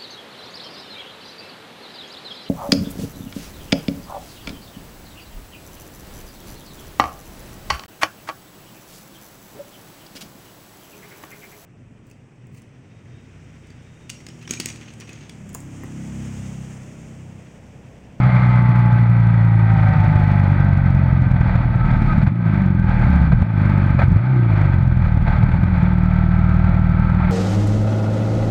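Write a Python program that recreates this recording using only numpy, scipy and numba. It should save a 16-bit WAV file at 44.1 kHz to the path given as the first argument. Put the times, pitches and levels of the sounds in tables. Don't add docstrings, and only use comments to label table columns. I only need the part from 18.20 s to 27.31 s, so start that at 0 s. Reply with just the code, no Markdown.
import sys
import numpy as np
from scipy import signal
from scipy.fft import rfft, irfft, next_fast_len
from scipy.io import wavfile
from scipy.ndimage import uniform_filter1d
from numba import njit

SR = 44100
rng = np.random.default_rng(int(sys.argv[2]) if len(sys.argv) > 2 else 0)


def inscribe(sig):
    pcm = np.round(np.clip(np.atleast_2d(sig).T, -1, 1) * 32767)
    wavfile.write(sys.argv[1], SR, pcm.astype(np.int16))


N = 401751
TIME = np.arange(N) / SR


def gain(db):
    return 10 ** (np.asarray(db) / 20)


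def unit(x):
    return x / np.std(x)


def steady(x):
    power = uniform_filter1d(uniform_filter1d(x ** 2, SR // 10), SR // 20)
    return x / np.sqrt(power + 1e-9)


def curves(table):
    times, *columns = np.transpose(table)
    return [np.interp(TIME, times, column) for column in columns]


def bell(x, centre, half):
    return np.exp(-((x - centre) / half) ** 2)


def ramp(top_s, rise_s, hold_s, fall_s):
    return np.clip(np.minimum(1 + (TIME - top_s) / rise_s, 1 - (TIME - top_s - hold_s) / fall_s), 0, 1)


def wander(rate):
    steps = rng.standard_normal(8192)
    path = np.interp(TIME * rate, np.arange(len(steps)), steps)
    return unit(uniform_filter1d(path, max(int(SR / rate / 2), 1)))


def per_firing(cycles):
    return np.interp(cycles, np.arange(512), rng.standard_normal(512))


def colour(x, tone, resonances=()):
    size = next_fast_len(N)
    freqs = np.arange(size // 2 + 1) * SR / size
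    hz, db = np.transpose(tone)
    shape_db = np.interp(np.log(freqs + 1), np.log(hz), db)
    for centre, width, lift in resonances:
        shape_db = shape_db + lift / (1 + (2 * (freqs - centre) / width) ** 2)
    return unit(irfft(rfft(x, size) * gain(shape_db), size)[:N])


def overtone_db(note, k):
    return np.interp(k, *np.transpose(note), right=-60)


def overtone(cycles, k, split):
    return -np.cos(2 * np.pi * k * cycles - split * (k % 2))


def firings(note, cycles, split):
    return unit(sum(gain(overtone_db(note, k)) * overtone(cycles, k, split) for k in range(1, 21)))


# time_s, cycle_rate_hz, level_db
AHEAD_RUN = [(4.6, 36.02, -57), (4.83, 33.94, -21.5), (4.95, 29.44, -17.5), (5.08, 26.8, -18),
             (5.3, 21.05, -52)]
# overtone_number, level_db
AHEAD_NOTE = [(1, -31), (4, -11), (5, -13.5), (6, -2), (7, -18), (8, -15), (12, -33)]
def bike_ahead():
    hz, db = curves(AHEAD_RUN)
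    return firings(AHEAD_NOTE, np.cumsum(hz) / SR, split=1) * gain(db)


# pitch_hz, level_db
RUMBLE_TONE = [(20, -34), (38, -12), (70, -8.5), (120, -4.5), (190, 1.5), (240, -10.5), (310, -24),
               (350, -22), (400, -40), (700, -67.5)]
def wind(level_db=-35, gust_db=2):
    return colour(rng.standard_normal(N), RUMBLE_TONE) * gain(level_db + gust_db * wander(8.6))


# overtone_number, level_db
FRAME_JOLT = [(1, -2.5), (10, -22), (20, -24)]
# pitch_hz, level_db
PANEL_TONE = [(150, -29.5), (270, -4.5), (350, 0.5), (400, -16.5), (600, -38.5)]
# pitch_hz, width_hz, lift_db
PANEL_RINGS = [(282, 14, 13), (355, 13, 8.3)]
# time_s, level_db
BUZZ_LEVEL = [(0, -41.5), (1.3, -46.5), (2.1, -39), (2.8, -44.5), (4.4, -36.5), (5.25, -42), (5.6, -33.5),
              (6.1, -38), (6.4, -33.5), (6.8, -42.5), (9.11, -41.5)]
def panel_buzz(cycles, flutter_db=2):
    shake = firings(FRAME_JOLT, cycles + .011 * wander(40), split=0)
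    jolts = unit(np.gradient(shake)) + .35 * colour(rng.standard_normal(N), PANEL_TONE)
    level_db = curves(BUZZ_LEVEL)[0] + flutter_db * wander(7.6)
    return colour(jolts, PANEL_TONE, PANEL_RINGS) * gain(level_db)


GEAR_TEETH = {"coarse": 29, "middle": 34, "fine": 38, "high": 68}
# peak_s, pair_name, level_db, half_length_s
WHINES = [(0.106, "high", -39.5, 0.45), (0.256, "fine", -39.5, 0.45), (0.31, "middle", -44.5, 0.45),
          (0.506, "coarse", -32.5, 0.3), (1.689, "coarse", -40, 1.5), (1.898, "middle", -45, 1.7),
          (1.096, "high", -50.5, 0.6), (1.72, "coarse", -38.5, 0.31), (2.004, "middle", -35.5, 0.35),
          (3.662, "high", -36.5, 0.11), (3.905, "high", -28, 0.027), (8.306, "middle", -45, 0.95),
          (8.505, "high", -40.5, 1.2)]
def gear_whine(cycles, uneven, rest_db=-59, flutter_db=2):
    out = 0
    for name, teeth in GEAR_TEETH.items():
        load = sum(gain(db) * bell(TIME, s, half) for s, pair, db, half in WHINES if pair == name)
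        angle = 2 * np.pi * teeth * cycles + (.2 + .7 * uneven) * wander(45)
        whine = unit(np.sin(angle) * gain(flutter_db * wander(35)))
        out = out + whine * (gain(rest_db) + load)
    return out


# peak_s, level_db, half_length_s
RASPS = [(.1, -47, 0.62), (1.691, -45, 0.12), (2.05, -44.5, 0.19), (3.856, -45, 0.24), (4.902, -46.5, .22)]
# pitch_hz, level_db
RASP_TONE = [(900, -24.5), (1700, -3), (2350, -0.5), (2750, -15.5), (4400, -20.5), (5200, -27.5),
             (8000, -33.5), (13000, -50)]
def chain_rasp(cycles, grain_db=3, throb_db=4.5):
    grit = rng.standard_normal(N) * gain(grain_db * wander(500) + throb_db * np.cos(2 * np.pi * cycles))
    return colour(grit, RASP_TONE) * sum(gain(db) * bell(TIME, s, half) for s, db, half in RASPS)


# pitch_hz, level_db
CLATTER_TONE = [(250, -19), (420, -10), (560, 2), (800, 0), (1080, -5), (1400, -2.5), (1750, -6),
                (2380, -4.5), (2750, -20), (3500, -21.5), (4500, -25), (5100, -41), (8000, -42.5),
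                (13000, -71)]
# pitch_hz, width_hz, lift_db
CASE_RINGS = [(674, 53, 0.5), (879.5, 78, 9), (1262, 130, 8), (1550, 60, 11), (1977, 42, 4.5),
              (3400, 42, 7), (5230, 320, 8)]
def clatter(cycles, uneven, throttle, knock_db=2, scatter_db=7, valve_db=-7):
    firing = bell((cycles + .5) % 1 - .5, 0, .11)
    burst_db = uneven * (firing - firing.mean()) * (knock_db + scatter_db * per_firing(cycles))
    swell = gain(burst_db + wander(60))
    loose_parts = unit(rng.standard_normal(N) * gain(1.5 * wander(700)))
    valves = np.interp(cycles % 1, np.arange(1024) / 1024, rng.standard_normal(1024), period=1)
    hits = (loose_parts + gain(valve_db) * unit(valves)) * swell
    damped = .18 * throttle
    return (1 - damped) * colour(hits, CLATTER_TONE, CASE_RINGS) + damped * colour(hits, CLATTER_TONE)


# time_s, level_db
CLATTER_LEVEL = [(0, -25.5), (.75, -31.5), (1.35, -32.5), (1.7, -27), (2.8, -34), (3.3, -29.5), (3.55, -33),
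                 (4.55, -38), (5.1, -31.5), (5.45, -31.5), (6.2, -32), (6.65, -34), (7.3, -32), (7.6, -33),
                 (9.11, -33)]
# peak_s, lift_db, half_length_s
CHAIN_JERKS = [(3.41, 2.5, 0.056), (3.699, 5, 0.044), (3.934, 7, 0.088), (4.35, 6, 0.2), (4.71, 4.5, 0.071),
               (4.874, 4, 0.14), (6.4, 4.5, 0.092), (6.858, 4, 0.029), (7.12, 3, 0.07)]
def clatter_loudness(uneven, blips, lull, blip_db=-2, lull_db=-7.5, drift_db=3):
    jerk_db = sum(db * bell(TIME, s, half) for s, db, half in CHAIN_JERKS)
    dip_db = blip_db * blips + lull_db * lull
    return gain(curves(CLATTER_LEVEL)[0] + dip_db + jerk_db + drift_db * uneven * wander(8.7))


# peak_s, pitch_hz, level_db, half_length_s
CASE_NOTES = [(.2, 1935, -45.5, 0.42), (1.66, 1550, -37.5, 0.044), (2, 1925, -44.5, 1),
              (2.55, 1513, -41, 0.17), (4.87, 1610, -43, 0.34), (8.3, 1290, -38.5, 0.11),
              (8.9, 1285, -45, 0.32)]
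def singing_cases(rattle, width_hz=67):
    out = 0
    for s, hz, db, half in CASE_NOTES:
        b, a = signal.iirpeak(hz, hz / width_hz, fs=SR)
        out = out + unit(signal.lfilter(b, a, rattle)) * gain(db) * bell(TIME, s, half)
    return out


# start_s, level_db, decay_s
CLUNKS = [(3.704, -22, 0.0089), (4.016, -22, 0.0082), (4.065, -24, 0.017), (4.413, -41, 0.008),
          (5.119, -20, 0.0099), (5.221, -20.5, 0.0047), (5.789, -17.5, 0.019), (5.816, -20.5, 0.018),
          (6.320, -30, 0.0083), (7.226, -24, 0.01), (7.317, -19, 0.0055)]
def gearbox_clunks(rise_s=.0014):
    loudness = 0
    for start_s, db, decay_s in CLUNKS:
        age = np.maximum(TIME - start_s, 0)
        loudness = loudness + gain(db) * (1 - np.exp(-age / rise_s)) * np.exp(-age / decay_s)
    return loudness * colour(rng.standard_normal(N), CLATTER_TONE, CASE_RINGS)


# time_s, throttle_0_to_1, uneven_burning_0_to_1
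THROTTLE = [(0, 0.08, 0.3), (1.4, 0, 0.04), (1.7, 0.21, 0.5), (2.6, 0.06, 0.18), (3.7, 0.08, 0.7),
            (4.3, 0.06, 0.3), (4.6, 0.4, .12), (4.85, 0.02, 0.4), (5.32, 0.3, 0.3), (6.7, 0.2, 0.2),
            (7.05, 0.5, 0.6), (7.35, 0.1, 0.6), (7.55, 1, 0.5), (7.74, 0.95, 0), (9.11, 0.9, 0.3)]
# shut_s, throttle_0_to_1, boom_lift_db, lull_depth_0_to_1, recovery_s
DOWNSHIFTS = [(4.081, 0.5, 0, 0.7, 0.13), (5.226, 0.3, 0, 0.8, .1), (5.967, 0.27, 1.5, 0.43, 0.11)]
def rider(open_s=.048, hold_s=.13, snap_s=.0042, lull_s=.069):
    throttle, uneven = curves(THROTTLE)
    surge_db = blips = lull = 0
    for shut_s, opening, lift_db, depth, recovery_s in DOWNSHIFTS:
        blip = ramp(shut_s - hold_s, open_s, hold_s, snap_s)
        shut = ramp(shut_s + snap_s, snap_s, lull_s, recovery_s)
        throttle = (throttle + (opening - throttle) * blip) * (1 - shut)
        surge_db = surge_db + lift_db * blip
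        blips = blips + blip
        lull = lull + depth * shut
    uneven = uneven + .13 * blips
    return np.clip(throttle, 0, 1), np.clip(uneven, 0, 1), surge_db, blips, lull


# time_s, cycle_rate_hz
ENGINE_SPEED = [(0, 31.3), (.9, 29), (1.4, 27.6), (1.7, 26.25), (2.1, 25.05), (2.5, 23.5), (2.9, 22),
                (3.3, 20.45), (3.65, 19.1), (3.78, 18.9), (3.94, 18.5), (4.02, 19.6), (4.09, 22.6),
                (4.15, 28.7), (4.19, 29.6), (4.38, 24.3), (4.55, 21.9), (4.75, 19.5), (5.02, 17),
                (5.12, 17.3), (5.2, 22), (5.28, 28.2), (5.36, 26.2), (5.47, 24.7), (5.67, 23.6),
                (5.87, 21.9), (5.95, 24), (6.04, 31.5), (6.1, 32.8), (6.15, 31.9), (6.3, 27), (6.52, 23),
                (6.75, 20.9), (6.95, 19.2), (7.16, 18.4), (7.3, 19.9), (7.46, 22.1), (7.58, 18.8),
                (7.68, 20.1), (7.78, 19.65), (8, 19.55), (8.45, 19.95), (8.7, 19.7), (9.11, 20.05)]
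def crankshaft(uneven, first_firing_cycles=.12):
    hz, = curves(ENGINE_SPEED)
    wobble = (.00087 + .004 * uneven) * wander(25)
    return hz, np.cumsum(hz) / SR - first_firing_cycles + wobble


# overtone_number, level_db
LABOURING_NOTE = [(1, -32), (2, -15), (3, -14.5), (4, 4.5), (5, -15.5), (6, -12), (7, -8), (8, -9.5),
                  (9, -20.5), (10, -7), (11, -14.5), (12, -8.5), (13, -35.5), (14, -28.5)]
CHUGGING_NOTE = [(1, -27), (2, 4), (3, -8.5), (4, -3.3), (5, -6.5), (6, 2.9), (7, 1), (8, -14.5), (9, -2.5),
                 (10, -11), (11, -15.5), (12, -19.5), (13, -18), (14, -22.5)]
SLOW_NOTE = [(1, -26.5), (2, -9.5), (3, -6.5), (4, -4), (5, -4), (6, 1.5), (7, -14.5), (8, -8.5), (9, -9.5),
             (10, -20.5), (11, -20), (12, -20), (13, -28), (14, -31)]
MIDDLE_NOTE = [(1, -29.5), (2, -7.5), (3, -12.5), (4, 3.5), (5, -7), (6, 1), (7, -16), (8, -8.5),
               (9, -22.5), (10, -24), (11, -25), (12, -24), (13, -36), (14, -30)]
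FAST_NOTE = [(1, -33.5), (2, -17), (3, -27.5), (4, 2.5), (5, -12), (6, -5.5), (7, -22.5), (8, -20),
             (9, -35), (10, -42.5), (11, -33), (12, -35.5), (13, -47.5), (14, -46)]
NOTE_SPEEDS = [17.4, 18.9, 20.6, 24.4, 29]
# overtone_number, level_db
PULLING_NOTE = [(1, -31.5), (2, -3), (3, -10.5), (4, 0.5), (5, -3), (6, -4), (7, -5.5), (8, -7), (9, 0.5),
                (10, -10), (11, -22), (12, -26.5), (13, -30.5), (14, -31.5), (15, -33.5), (16, -33.5),
                (17, -23), (18, -31)]
def exhaust(hz, cycles, throttle, uneven, scatter_db=2.5, burble_db=4.5, burble_hz=34, rumble_db=-9):
    notes = LABOURING_NOTE, CHUGGING_NOTE, SLOW_NOTE, MIDDLE_NOTE, FAST_NOTE
    shares = [np.interp(hz, NOTE_SPEEDS, row) for row in np.eye(len(notes))]
    split = 1.05 + .3 * throttle
    rough = .18 + uneven
    growl_db, growl_hz = 9.5 * bell(TIME, 4.43, .17), 189
    throb = 0
    for k in range(1, 19):
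        coasting_db = sum(share * overtone_db(note, k) for share, note in zip(shares, notes))
        db = (1 - throttle) * coasting_db + throttle * overtone_db(PULLING_NOTE, k)
        db = db + growl_db * bell(k * hz, growl_hz, 29) + rough * burble_db * wander(burble_hz)
        lead_cycles = .031 + .095 * rough * wander(burble_hz) / k
        throb = throb + gain(db) * overtone(cycles + lead_cycles, k, split)
    firing_size = gain(rough * scatter_db * per_firing(cycles))
    rumble = colour(rng.standard_normal(N), RUMBLE_TONE) * gain(rumble_db) * rough
    return steady(throb) * firing_size + rumble


# time_s, boom_db, bark_db
PIPE_LEVEL = [(0, -13, -21), (.4, -12.5, -21.5), (1.4, -12, -22.5), (2.2, -14, -20.5), (3.3, -14.5, -22.5),
              (3.55, -16, -27), (3.7, -15, -21), (4.45, -18, -17.5), (4.9, -13, -25), (5.5, -15, -19.5),
              (6.2, -13.5, -27.5), (6.7, -14, -24), (7.4, -15.5, -22.5), (7.65, -17, -18.5),
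              (8.4, -14, -19.5), (9.11, -17, -19)]
def tailpipe(throb, surge_db, lull, boom_below_hz=148, lull_boom_db=-8, lull_bark_db=-6.5):
    boom_db, bark_db = curves(PIPE_LEVEL)
    lows = signal.sosfiltfilt(signal.butter(5, boom_below_hz, fs=SR, output="sos"), throb)
    boom = steady(lows) * gain(boom_db + surge_db + lull_boom_db * lull)
    bark = steady(throb - lows) * gain(bark_db + lull_bark_db * lull)
    return boom + bark


# peak_s, level_db
POPS = [(3.983, 3.5), (4.033, 2.5), (4.076, 0.5), (5.132, 2), (5.222, 1.5), (5.749, -0.5), (5.92, 1),
        (5.964, 2.5), (7.237, 2), (7.433, -1), (7.631, 0.5)]
def add_pops(pipe, pitch_hz=103, half_length_s=.0031):
    change = 0
    for s, db in POPS:
        swing = gain(db) * np.cos(2 * np.pi * pitch_hz * (TIME - s))
        change = change + bell(TIME, s, half_length_s) * (swing - pipe)
    return pipe + signal.sosfiltfilt(signal.butter(2, 55, "high", fs=SR, output="sos"), change)


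def scene():
    throttle, uneven, surge_db, blips, lull = rider()
    rattle_gain = clatter_loudness(uneven, blips, lull)
    hz, cycles = crankshaft(uneven)
    pipe = tailpipe(exhaust(hz, cycles, throttle, uneven), surge_db, lull)
    rattle = clatter(cycles, uneven, throttle)
    cases = rattle * rattle_gain + singing_cases(rattle)
    drive = chain_rasp(cycles) + gear_whine(cycles, uneven) + gearbox_clunks()
    return (add_pops(pipe) + cases + drive + panel_buzz(cycles) + wind() + bike_ahead())[None]


@njit
def peak_hold(x, fall):
    held, level = np.empty(len(x)), 0.
    for i in range(len(x)):
        level = max(abs(x[i]), level * fall)
        held[i] = level
    return held


def record(dry, threshold_db=-6.5, release_s=.016, block_samples=48, top_hz=13500):
    readings = dry[0] * (np.arange(N) % block_samples == 0)
    held = peak_hold(readings, np.exp(-1 / (release_s * SR)))
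    out = dry * np.minimum(gain(threshold_db) / (held + 1e-9), 1) ** .17
    out = out / (1 + (out / .85) ** 10) ** .1
    out = signal.sosfilt(signal.butter(2, 9000, fs=SR, output="sos"), out)
    fade = np.minimum(np.minimum(TIME, TIME[::-1]) / .002, 1)
    return signal.sosfilt(signal.ellip(8, .2, 70, top_hz, fs=SR, output="sos"), out * fade)


dry = scene()
out = record(dry)
inscribe(out)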